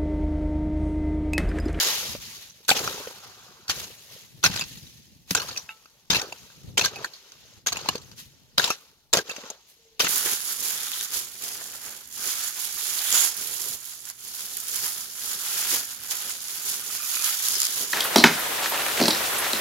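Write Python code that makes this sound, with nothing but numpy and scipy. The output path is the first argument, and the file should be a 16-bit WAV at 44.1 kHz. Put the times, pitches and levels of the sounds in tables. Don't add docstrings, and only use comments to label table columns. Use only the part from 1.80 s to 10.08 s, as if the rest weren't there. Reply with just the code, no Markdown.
import sys
import numpy as np
from scipy import signal
from scipy.fft import rfft, irfft, next_fast_len
from scipy.io import wavfile
from scipy.ndimage import uniform_filter1d

SR = 44100
rng = np.random.default_rng(int(sys.argv[2]) if len(sys.argv) > 2 else 0)


def generate_wav(sig):
    pcm = np.round(np.clip(np.atleast_2d(sig).T, -1, 1) * 32767).astype(np.int16)
    wavfile.write(sys.argv[1], SR, pcm)


N = 365148

# pitch in Hz, level when tapped in dB, ring t60 when tapped in seconds,
# level when scraped in dB.
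STEEL_MODES = [(870, -2, 0.21, -5.5), (1320, -2, 0.27, -15), (1586, 13, 0.015, 5.5), (2634, 14, 0.041, 3.5),
               (3747, -5, 0.089, -4), (4480, -8, 0.025, 0), (4860, -7, .03, -1.5),
               (5720, -25.5, 0.026, -2.5), (6310, -18, 0.016, 5.5), (7110, -18.5, 0.032, 7.5)]
# pitch in Hz, level in dB, t60 in seconds.
GROUND_MODES = [(77.4, -10, 0.065), (127, 0, .05), (179, 8.5, 0.076), (262, -1, 0.08), (427, -15, 0.037)]
# start in seconds, length in seconds, grit level in dB, then clods,
# dust and slump, each in dB over the grit.
BLADE_BITES = [(0.88, 0.042, -24, -15, 0.5, -38), (1.89, 0.024, -28.5, -6.5, -3, -2.5),
               (2.636, 0.039, -23.5, -6.5, -4.5, 0), (3.506, 0.0039, -31, -10, 5.5, 0),
               (3.547, 0.079, -33, 0, -3.5, 0), (4.3, 0.09, -23.5, -8, -9, -3.5),
               (4.972, 0.11, -26, -5, -9, -6), (5.861, 0.027, -29, -7.5, -9, -25),
               (6.777, 0.16, -24.5, -4.5, -5, -11.5), (7.329, 0.056, -22, -2.5, -6, -9),
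               (8.194, 0.092, -26, -8.5, 1, -23.5)]


def gain_of(db):
    return 10 ** (np.asarray(db) / 20)


def evened(x):
    return x / np.sqrt(np.mean(x ** 2) + 1e-20)


def read(points, hz):
    f, value = np.transpose(points)
    return np.interp(np.log(hz + 1), np.log(f + 1), value)


def tinted(x, points):
    length = x.shape[-1]
    size = next_fast_len(length)
    gain = gain_of(read(points, np.fft.rfftfreq(size, 1 / SR)))
    return irfft(rfft(x, size) * gain, size)[..., :length]


def ring(x, hz, t60):
    radius = 10 ** (-3 / (t60 * SR))
    angle = 2 * np.pi * min(hz, SR / 2.2) / SR
    return signal.lfilter([np.sin(angle)], [1, -2 * radius * np.cos(angle), radius * radius], x)


def add(mix, s, sound):
    part = mix[:, round(s * SR):][:, :sound.shape[1]]
    part += sound[:, :part.shape[1]]


def clumps(seconds):
    width = max(round(seconds * SR), 2)
    smooth = uniform_filter1d(rng.standard_normal(N), width)
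    return evened(uniform_filter1d(smooth, width))


def quiet_air():
    # frequency in Hz, density in dB per Hz (relative).
    air_spectrum = [(24, -28.5), (40, 24), (345, -0.5), (790, -6), (852, 0), (1680, -42), (4340, -8.5),
                    (4800, -22.5), (16000, -10.5)]
    return gain_of(-61.5) * evened(tinted(rng.standard_normal((3, N)), air_spectrum))


def far_tone():
    # start in seconds, end in seconds, settled pitch in Hz, middle level in dB.
    tone_row = (7.99, 8.195, 447, -63)
    drop_hz, settle_s = 28, 0.035
    start, end, hz, db = tone_row
    t = np.arange(N) / SR
    on = uniform_filter1d(1. * (t > start) * (t < end), 400)
    pitch = hz + drop_hz * np.exp(-abs(t - start) / settle_s)
    level = gain_of(db + 3.9 * clumps(0.0081))
    return on * level * np.sin(2 * np.pi * np.cumsum(pitch) / SR)


def wind(slump):
    # time in seconds, level in dB before the lumps.
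    breeze_swell = [(0, -51.5), (.38, -35.5), (.52, -48), (.8, -59.5), (1.2, -48), (1.7, -65.5), (2.4, -60),
                    (2.52, -40.5), (3.1, -53), (3.3, -46), (3.9, -66.5), (4.75, -54.5), (4.87, -28.5),
                    (5.35, -87.5), (5.6, -53), (6.1, -40.5), (6.6, -48.5), (7.1, -66), (8.28, -88)]
    # frequency in Hz, level in dB (relative).
    rumble_colour = [(25, -45), (45, 5), (130, 6), (250, -7.5), (500, -23), (1200, -51.5)]
    alike, left_db = 0.34, 1
    shared, *own = evened(tinted(rng.standard_normal((3, N)), rumble_colour))
    gusts = np.sqrt(alike) * shared + np.sqrt(1 - alike) * np.array(own)
    gusts *= gain_of([[left_db / 2], [-left_db / 2]])
    times, levels_db = np.transpose(breeze_swell)
    breeze = gain_of(np.interp(np.arange(N) / SR, times, levels_db))
    lumps = gain_of(3.5 * clumps(0.02) - 1.5)
    return np.hypot(breeze, slump) * lumps * gusts


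def since_blow():
    t = np.arange(N) / SR
    starts = np.array([-0.4] + [row[0] for row in BLADE_BITES])
    return t - starts[np.searchsorted(starts, t, "right") - 1]


def spill(s, length, rise_s, fade_db_per_s, end_db_per_s):
    t = np.arange(N) / SR - s
    fall_db = fade_db_per_s * np.clip(t, 0, length) + end_db_per_s * np.clip(t - length, 0, 1)
    return (np.clip(t / rise_s, 0, 1) * gain_of(-fall_db)) ** 2


def moving_soil():
    # start in seconds, length in seconds, grit level in dB,
    # fade in dB per second, clods, dust and slump each in dB over the grit, big clods in dB over small.
    soil_slides = [(-.05, .39, -21.5, 48.4, -9, 1, -30, -2), (0.392, 0.28, -41.5, 32, -13.5, 1, -34, -2),
                   (0.719, 0.18, -58.5, 11, -8, 1.5, 2, 5), (0.925, 0.48, -30, 45, -0.5, 0.5, -5, 1.5),
                   (1.401, 0.64, -50.5, 19, 0, -1.5, 2.5, -4), (1.918, 0.11, -37.5, 18, -5.5, 0.5, -4.5, 1),
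                   (2.05, 0.3, -50.5, 26, -7.5, 3.5, 1.5, 2), (2.28, 0.17, -48, 35, -7.5, 1.5, 0, 4),
                   (2.46, 0.27, -62, 2.4, -8.5, 4, -13, 7.5), (2.682, 0.1, -35.5, 2.7, -9, -5.5, 6, -5.5),
                   (2.83, 0.82, -46, 35.5, -21, 2, 10.5, 17),
                   (3.47, 0.046, -45, 3.9, -11.5, 0.5, -11.5, -8),
                   (3.599, 0.23, -37.5, 63, -4, -2, 1.5, -4), (3.8, 0.63, -57.5, 20.5, -4, 1, -14, 0.5),
                   (4.378, 0.031, -39, 5, 5, -3.5, 0, -0.5), (4.45, 0.47, -50.5, 20, -5.5, -0.5, 3.5, 1),
                   (5.07, 0.15, -48, 3.5, 4.5, -7.5, 5.5, 2), (5.21, 0.03, -43.5, 3, -4, -4.5, -20, 3),
                   (5.28, 0.49, -55.5, 3.6, -5, -3, -42.5, 2.5), (5.9, 0.24, -43.5, 2.5, 1, -8, -0.5, 0.5),
                   (6.201, 0.13, -58, 4.3, -2, 1, 14.5, 1), (6.358, 0.033, -45, 3, -25, 3, -2.5, 1),
                   (6.462, 0.84, -62, 14, -5.5, -1.5, -11.5, 1.5),
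                   (6.93, 0.86, -50, 84, -2.5, 0.5, -13, -2.5), (7.432, 0.27, -47, 3.1, 0, -7, -44, 0),
                   (7.73, 0.63, -62.5, 7.5, -8, -4, -19, 4), (7.86, 0.045, -64, 2.9, -21, 12.5, -18, 3)]
    power = np.zeros((5, N))

    def move(envelope, db, clods_db, dust_db, slump_db, big_db):
        mix_db = db + np.array([0, dust_db, clods_db + big_db / 2, clods_db - big_db / 2, slump_db])
        power[:] += gain_of(2 * mix_db)[:, None] * envelope

    for s, length, db, clods_db, dust_db, slump_db in BLADE_BITES:
        bite = spill(s, length, rise_s=0.002, fade_db_per_s=96, end_db_per_s=493.5)
        move(bite, db, clods_db, dust_db, slump_db, big_db=-0.5)
    for s, length, db, fade, clods_db, dust_db, slump_db, big_db in soil_slides:
        slide = spill(s, length, rise_s=0.042, fade_db_per_s=fade, end_db_per_s=183)
        move(slide, db, clods_db, dust_db, slump_db, big_db)
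    return np.sqrt(power)


def patter(lo_hz, hi_hz, per_s, cycles, spread_db, tilt_db, patchy_db, count):
    out = np.zeros((3, N))
    for k, hz in enumerate(np.geomspace(lo_hz, hi_hz, count)):
        where, chance, sign = rng.random((3, 3, int(per_s * N / SR)))
        force = gain_of(-spread_db * np.log(chance + 0.001)) * np.sign(sign - 0.5)
        train = np.zeros((3, N))
        np.put_along_axis(train, (where * N).astype(int), force, 1)
        train *= gain_of(patchy_db * clumps(0.023))
        t60 = cycles / hz
        grains = ring(ring(train, hz, t60), hz, t60)
        out += gain_of(tilt_db * k / count) * evened(grains)
    return evened(out)


def soil(grit_level, dust_level, big_level, small_level):
    lumps = clumps(0.0051)
    fresh = np.exp(-since_blow() / 0.29)
    dust = patter(6500, 18000, per_s=1208, cycles=2.02, spread_db=0.72, tilt_db=14, patchy_db=0.94, count=5)
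    dust *= gain_of(1.5 * lumps)
    grit = patter(1770, 7130, per_s=500, cycles=16, spread_db=1.8, tilt_db=9 - 4 * fresh,
                  patchy_db=2 + 0.8 * fresh, count=22)
    grit *= gain_of((0.64 + fresh) * lumps)
    grit *= gain_of(fresh * 2.7 * clumps(0.0085))
    big = patter(398, 581, per_s=90, cycles=5.5, spread_db=3.4, tilt_db=1, patchy_db=4.8, count=5)
    small = patter(727, 1560, per_s=400, cycles=11, spread_db=2, tilt_db=3, patchy_db=2.6, count=7)
    small *= gain_of(0.95 * lumps)
    pebbles = patter(890, 6500, per_s=5.3, cycles=60, spread_db=3, tilt_db=13, patchy_db=2.1, count=9)
    clods = (big_level * evened(big) + small_level * evened(small)) / np.sqrt(2)
    gritty = grit_level * (evened(grit) + gain_of(-16.5) * pebbles)
    return gritty + dust_level * evened(dust) + clods


def scrape(grit_level):
    rub = rng.standard_normal((3, N)) * gain_of(3.5 * clumps(0.0021))
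    modes = np.zeros((3, N))
    for hz, _, _, db in STEEL_MODES:
        spurts = gain_of(db + 14 * clumps(0.025))
        modes += spurts * evened(ring(rub, hz, t60=0.0085))
    fade = np.exp(-since_blow() / 0.075)
    return gain_of(-7) * grit_level * fade * evened(modes)


def blade():
    # time in seconds, level in dB added to that of every mode.
    blade_taps = [(3.891, -45.5)]
    out, t = np.zeros((3, N)), np.arange(20000) / SR
    for s, db in blade_taps:
        phases = 2 * np.pi * rng.random(len(STEEL_MODES))
        modes = np.zeros(len(t))
        for (hz, mode_db, t60, _), phase in zip(STEEL_MODES, phases):
            modes += gain_of(mode_db - 60 * t / t60) * np.sin(2 * np.pi * hz * t + phase)
        add(out, s, gain_of(db) * modes[None] * (1 - np.exp(-t / 0.000116)))
    return out


def clods_landing():
    # time in seconds, peak level in dB, pitch in Hz.
    clod_falls = [(0.349, -22, 600), (0.961, -22.5, 474), (1.001, -19.5, 517), (1.045, -22, 454),
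                  (1.086, -23.5, 420), (1.141, -24.5, 395), (1.201, -30, 534), (1.271, -21.5, 478),
                  (3.707, -21, 544), (6.152, -17, 498), (7.582, -28, 586), (7.636, -28.5, 502)]
    out, t = np.zeros((3, N)), np.arange(6000) / SR
    envelope = (1 - np.exp(-t / 0.00071)) * (0.5 + np.exp(-t / 0.003)) * gain_of(-60 * t / 0.054)
    for s, db, hz in clod_falls:
        burst = rng.standard_normal((3, len(t))) * envelope
        body = 2 * evened(ring(burst, hz, 14 / hz))
        crumb_pitches = hz * np.geomspace(0.5, 4, 4)
        crumbs = sum(evened(ring(burst, f, 6 / f)) for f in crumb_pitches)
        clod = body + crumbs
        add(out, s, gain_of(db) * clod / abs(clod).max())
    return out


def ground_ring(push_s):
    push = np.exp(-np.arange(6000) / SR / push_s)
    return sum(gain_of(db) * evened(ring(push, hz, t60)) for hz, db, t60 in GROUND_MODES)


def thuds():
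    # time in seconds, peak level in dB.
    heavy_bites = [(0.914, -26.5), (1.9, -35.5), (2.641, -18.5), (3.513, -14), (3.551, -37.5),
                   (4.302, -18.5), (4.975, -37.5), (6.784, -17), (7.334, -25.5), (7.371, -20.5),
                   (8.243, -23.5)]
    out, thud = np.zeros((3, N)), ground_ring(0.00022)
    for s, db in heavy_bites:
        add(out, s, gain_of(db) * thud[None] / abs(thud).max())
    return out


def knocks():
    # start in seconds, reference level in dB, high pitch in Hz,
    # low pitch in Hz, low pitch and ground thud each in dB over the reference,
    # crack t60 in seconds (5 ms at least).
    stone_knocks = [(0.697, -37.5, 5850, 2200, -41, -42, 0.072),
                    (0.848, -39.5, 4200, 1374, -28, -13, 0.019),
                    (0.884, -16.5, 6340, 1820, -26.5, -31, 0.046), (0.891, -5, 4500, 1520, -5, -32, 0.1),
                    (0.902, -6, 3740, 1780, -25, -24, 0.014), (0.912, -9.5, 2830, 806, -1.5, -21, 0.039),
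                    (1.075, -20, 2400, 1400, 4, -33, 0.02), (1.879, -25, 4720, 1513, -35, -27, 0.25),
                    (1.895, -12.5, 3260, 1480, -7, -40.5, 0.036), (2.639, -6, 6040, 1610, -13, -40, 0.018),
                    (2.645, -8, 6370, 1500, -42, -35, 0.082), (2.628, -23.5, 4400, 1410, -13, -41, .09),
                    (2.66, -7.5, 2500, 1640, -32, -24, 0.025), (2.699, -27, 5670, 1580, -8.5, 10, 0.039),
                    (2.741, -24, 5600, 842, -21, -31, 0.042), (2.76, -19, 4900, 870, -8, -20.5, 0.04),
                    (2.773, -21.5, 3815, 1900, -1, -28.5, 0.042), (2.793, -17, 3606, 1360, -32, -28, 0.1),
                    (2.809, -18.5, 4800, 1425, -37, -29.5, 0.068),
                    (2.82, -22.5, 5000, 2600, -18, -29.5, 0.021),
                    (2.838, -28.5, 4200, 1320, -37, -21.5, 0.032),
                    (2.972, -35.5, 4200, 1920, -30, -19, 0.035),
                    (3.066, -39, 3900, 2010, -27.5, -26.5, 0.051),
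                    (3.508, -13, 5100, 1950, -27, -20.5, 0.027), (3.549, -6, 6900, 1580, -40, -63, 0.025),
                    (3.565, -17, 3840, 913, -16.5, -35, 0.076),
                    (3.574, -17.5, 6500, 1570, -16, -33.5, 0.078),
                    (3.598, -19.5, 2940, 1407, -9, -26, 0.063), (3.617, -22, 4900, 1300, -24, -29.5, 0.038),
                    (3.686, -24.5, 6300, 1340, -2.5, -23, 0.04), (3.711, -26, 4500, 537, -9, -31, 0.024),
                    (3.726, -31, 4400, 1500, -21.5, -32, 0.018), (3.761, -28, 2640, 680, -8, -30.5, 0.058),
                    (3.773, -19, 4960, 2700, -32, -36, 0.078), (3.892, -35, 2290, 1600, -35, -51, 0.11),
                    (4.056, -44, 2550, 1350, 0, -27, 0.018), (4.302, -7, 5000, 1270, -37.5, -15, 0.03),
                    (4.328, -15, 4140, 1617, -24, -3.5, 0.046), (4.346, -12.5, 4200, 1530, -24, -30, 0.098),
                    (4.356, -14.5, 3900, 2620, -22, -25, 0.034), (4.366, -16.5, 4830, 886, -1.5, -9, 0.02),
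                    (4.415, -19.5, 2570, 820, -3, -32, 0.017), (4.523, -25.5, 2700, 870, 0, -32.5, 0.017),
                    (4.395, -21.5, 3800, 1290, -3.5, -30.5, .04), (4.7, -44, 3680, 431, -26, -25, 0.02),
                    (4.974, -12, 2750, 1370, -36, -35, 0.0088), (4.977, -7, 3210, 890, -22, -36, 0.035),
                    (4.993, -13, 3380, 1880, -13.5, -33.5, 0.035),
                    (5.011, -11.5, 4340, 1056, -21.5, -23, 0.024), (5.02, -19, 4300, 920, -16, -32, .02),
                    (5.039, -20, 4150, 2500, -11.5, -35, 0.037), (5.045, -13, 4280, 1255, -12, -29, 0.081),
                    (5.057, -11.5, 5700, 1020, -23, -39.5, 0.023), (5.158, -28, 4550, 767, 2.5, -24, 0.072),
                    (5.244, -22, 4450, 1750, 6, -39, 0.047), (5.333, -35.5, 4400, 638, -35, -39, 0.15),
                    (5.518, -35, 5300, 950, -19, -37.5, 0.0302), (5.863, -20, 3450, 1580, -7, -43.5, 0.021),
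                    (5.869, -11.5, 6100, 921, -34, -50, 0.081), (5.92, -19, 5540, 1120, -4.5, -44, 0.033),
                    (5.926, -16, 4450, 970, -19, -26.5, 0.019),
                    (5.957, -22.5, 4470, 2200, -10, -35.5, 0.032),
                    (5.968, -19.5, 2780, 1040, 1.5, -34.5, 0.041),
                    (6.009, -32, 4250, 510, -2, -21.5, 0.033), (6.057, -30, 2600, 1020, 4, -24, 0.074),
                    (6.087, -8, 4330, 1085, -2, -36, 0.025), (6.154, -23, 4500, 517, -28, -24.5, 0.045),
                    (6.178, -31, 4670, 702, -12, -23.5, 0.026),
                    (6.216, -39.5, 4400, 544, -14.5, -19, 0.038),
                    (6.313, -35.5, 5400, 1530, -38, -21, 0.045),
                    (6.396, -47.5, 3440, 2020, -29, -35.5, 0.019),
                    (6.78, -3, 3990, 1532, -15, -17.5, 0.037), (6.794, -16, 3800, 1585, 7.5, -27.5, 0.044),
                    (6.83, -22, 3690, 1314, -15, -29, 0.074), (6.84, -12, 3850, 1590, -19.5, -29.5, 0.068),
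                    (6.875, -18.5, 2800, 960, -3.5, -35, 0.046),
                    (6.902, -10, 6500, 1340, -3.5, -34.5, 0.06),
                    (7.334, -5, 7220, 1970, -32.5, -37.5, 0.027), (7.37, -12.5, 6500, 710, -5, -25.5, 0.03),
                    (7.387, -20, 6600, 1300, -6.5, -22, 0.021), (7.493, -22.5, 6660, 1800, -2, -38, 0.073),
                    (7.51, -29, 4230, 1100, -11, -40, 0.029), (7.515, -25.5, 6930, 1500, -19, -41, 0.016),
                    (7.562, -30, 5550, 2720, 1, -29.5, 0.077), (7.615, -41, 4000, 2710, 5, -37.5, 0.014),
                    (7.7, -24.5, 6600, 910, -9, -21, 0.034), (8.201, -8, 3050, 1570, -47, -31.5, 0.073),
                    (8.243, -16.5, 2770, 1290, -1, -28.5, 0.072), (8.267, -20, 2820, 2030, 7.5, -25, 0.14)]
    out, t = np.zeros((3, N)), np.arange(5000) / SR
    upper_steel = STEEL_MODES[2:]
    thud = ground_ring(0.0018)[:len(t)]
    snap_at_s, snap_width_s = 0.0018, 0.0008
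    snap_shape = np.exp(-abs(t - snap_at_s) / snap_width_s)
    for s, db, high_hz, low_hz, low_db, thud_db, t60 in stone_knocks:
        noise, steps = rng.standard_normal((3, len(t))), rng.standard_normal(len(t))
        ragged = gain_of(5.26 * evened(uniform_filter1d(steps, 30)))
        rise_s = 0.0011 * gain_of(-0.15 * db)
        rise = 1 - np.exp(-(t / rise_s) ** 2)
        crack = noise * ragged * rise * gain_of(-60 * t / max(t60, 0.005))
        chips = np.zeros((3, len(t)))
        for hz, _, _, scraped_db in upper_steel:
            detune, strength = rng.standard_normal(2)
            mode = ring(crack, hz * (1 + 0.028 * detune), 65 / hz)
            chips += gain_of(0.16 * scraped_db + 12 * strength) * evened(mode)
        tap = crack * (0.25 + np.exp(-t / 0.0026))
        snap = ring(noise * snap_shape, high_hz, 3 / high_hz)
        parts = [(crack, -5),
                 (snap, -9 + 0.3 * db),
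                 (chips, -1.5),
                 (ring(tap, high_hz, 45 / high_hz), -5),
                 (ring(tap, low_hz, 15 / low_hz), low_db),
                 (thud * np.sign(noise[:, :1]), thud_db)]
        add(out, s, sum(gain_of(db + part_db) * x / abs(x).max() for x, part_db in parts))
    return out


def ports(paths):
    # frequency in Hz, share from 0 to 1.
    alike_share = [(60, 0.9), (300, 0.97), (1000, 0.88), (4000, 0), (15000, 0.46)]
    # frequency in Hz, lead in radians.
    left_lead = [(0, -3), (860, 0.88), (2500, 1.48), (3880, -4.3), (6460, 5.5), (9130, 2.9), (10500, 5.5),
                 (13500, 4.5), (16500, 8)]
    # frequency in Hz, level difference in dB.
    left_over_right = [(60, 1), (200, 1), (700, 0), (1290, 1.5), (2380, 0.5), (4400, 0.5), (8120, 0.5),
                       (15000, 2.5)]
    size = next_fast_len(N)
    hz = np.fft.rfftfreq(size, 1 / SR)
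    shared, left, right = rfft(paths, size)
    same = np.sqrt(np.clip(read(alike_share, hz), 0, 1))
    own = np.sqrt(1 - same ** 2)
    turn = np.exp(0.5j * read(left_lead, hz))
    lean = gain_of(read(left_over_right, hz) / 2)
    left_port = (same * shared * turn + own * left) * lean
    right_port = (same * shared / turn + own * right) / lean
    return irfft([left_port, right_port], size)[:, :N]


def scene():
    *levels, slump = moving_soil()
    ground = soil(*levels) + scrape(levels[0]) + clods_landing() + thuds()
    digging = ground + blade() + knocks()
    return ports(digging + quiet_air()) + wind(slump) + far_tone()


def record(dry):
    # frequency in Hz, gain in dB.
    mic_colour = [(40, -18), (200, -5.5), (1500, 0.5), (2150, -0.5), (2800, 2.5), (4300, 4), (5300, 2),
                  (6400, 3), (7300, -0.5), (8500, 0), (12500, 3), (16000, -8)]
    coloured = np.clip(tinted(dry, mic_colour), -1, 1)
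    low_pass = signal.firwin(511, 15900, window=("kaiser", 9), fs=SR)
    return signal.oaconvolve(coloured, low_pass[None], "same")


dry = scene()
out = record(dry)
generate_wav(out)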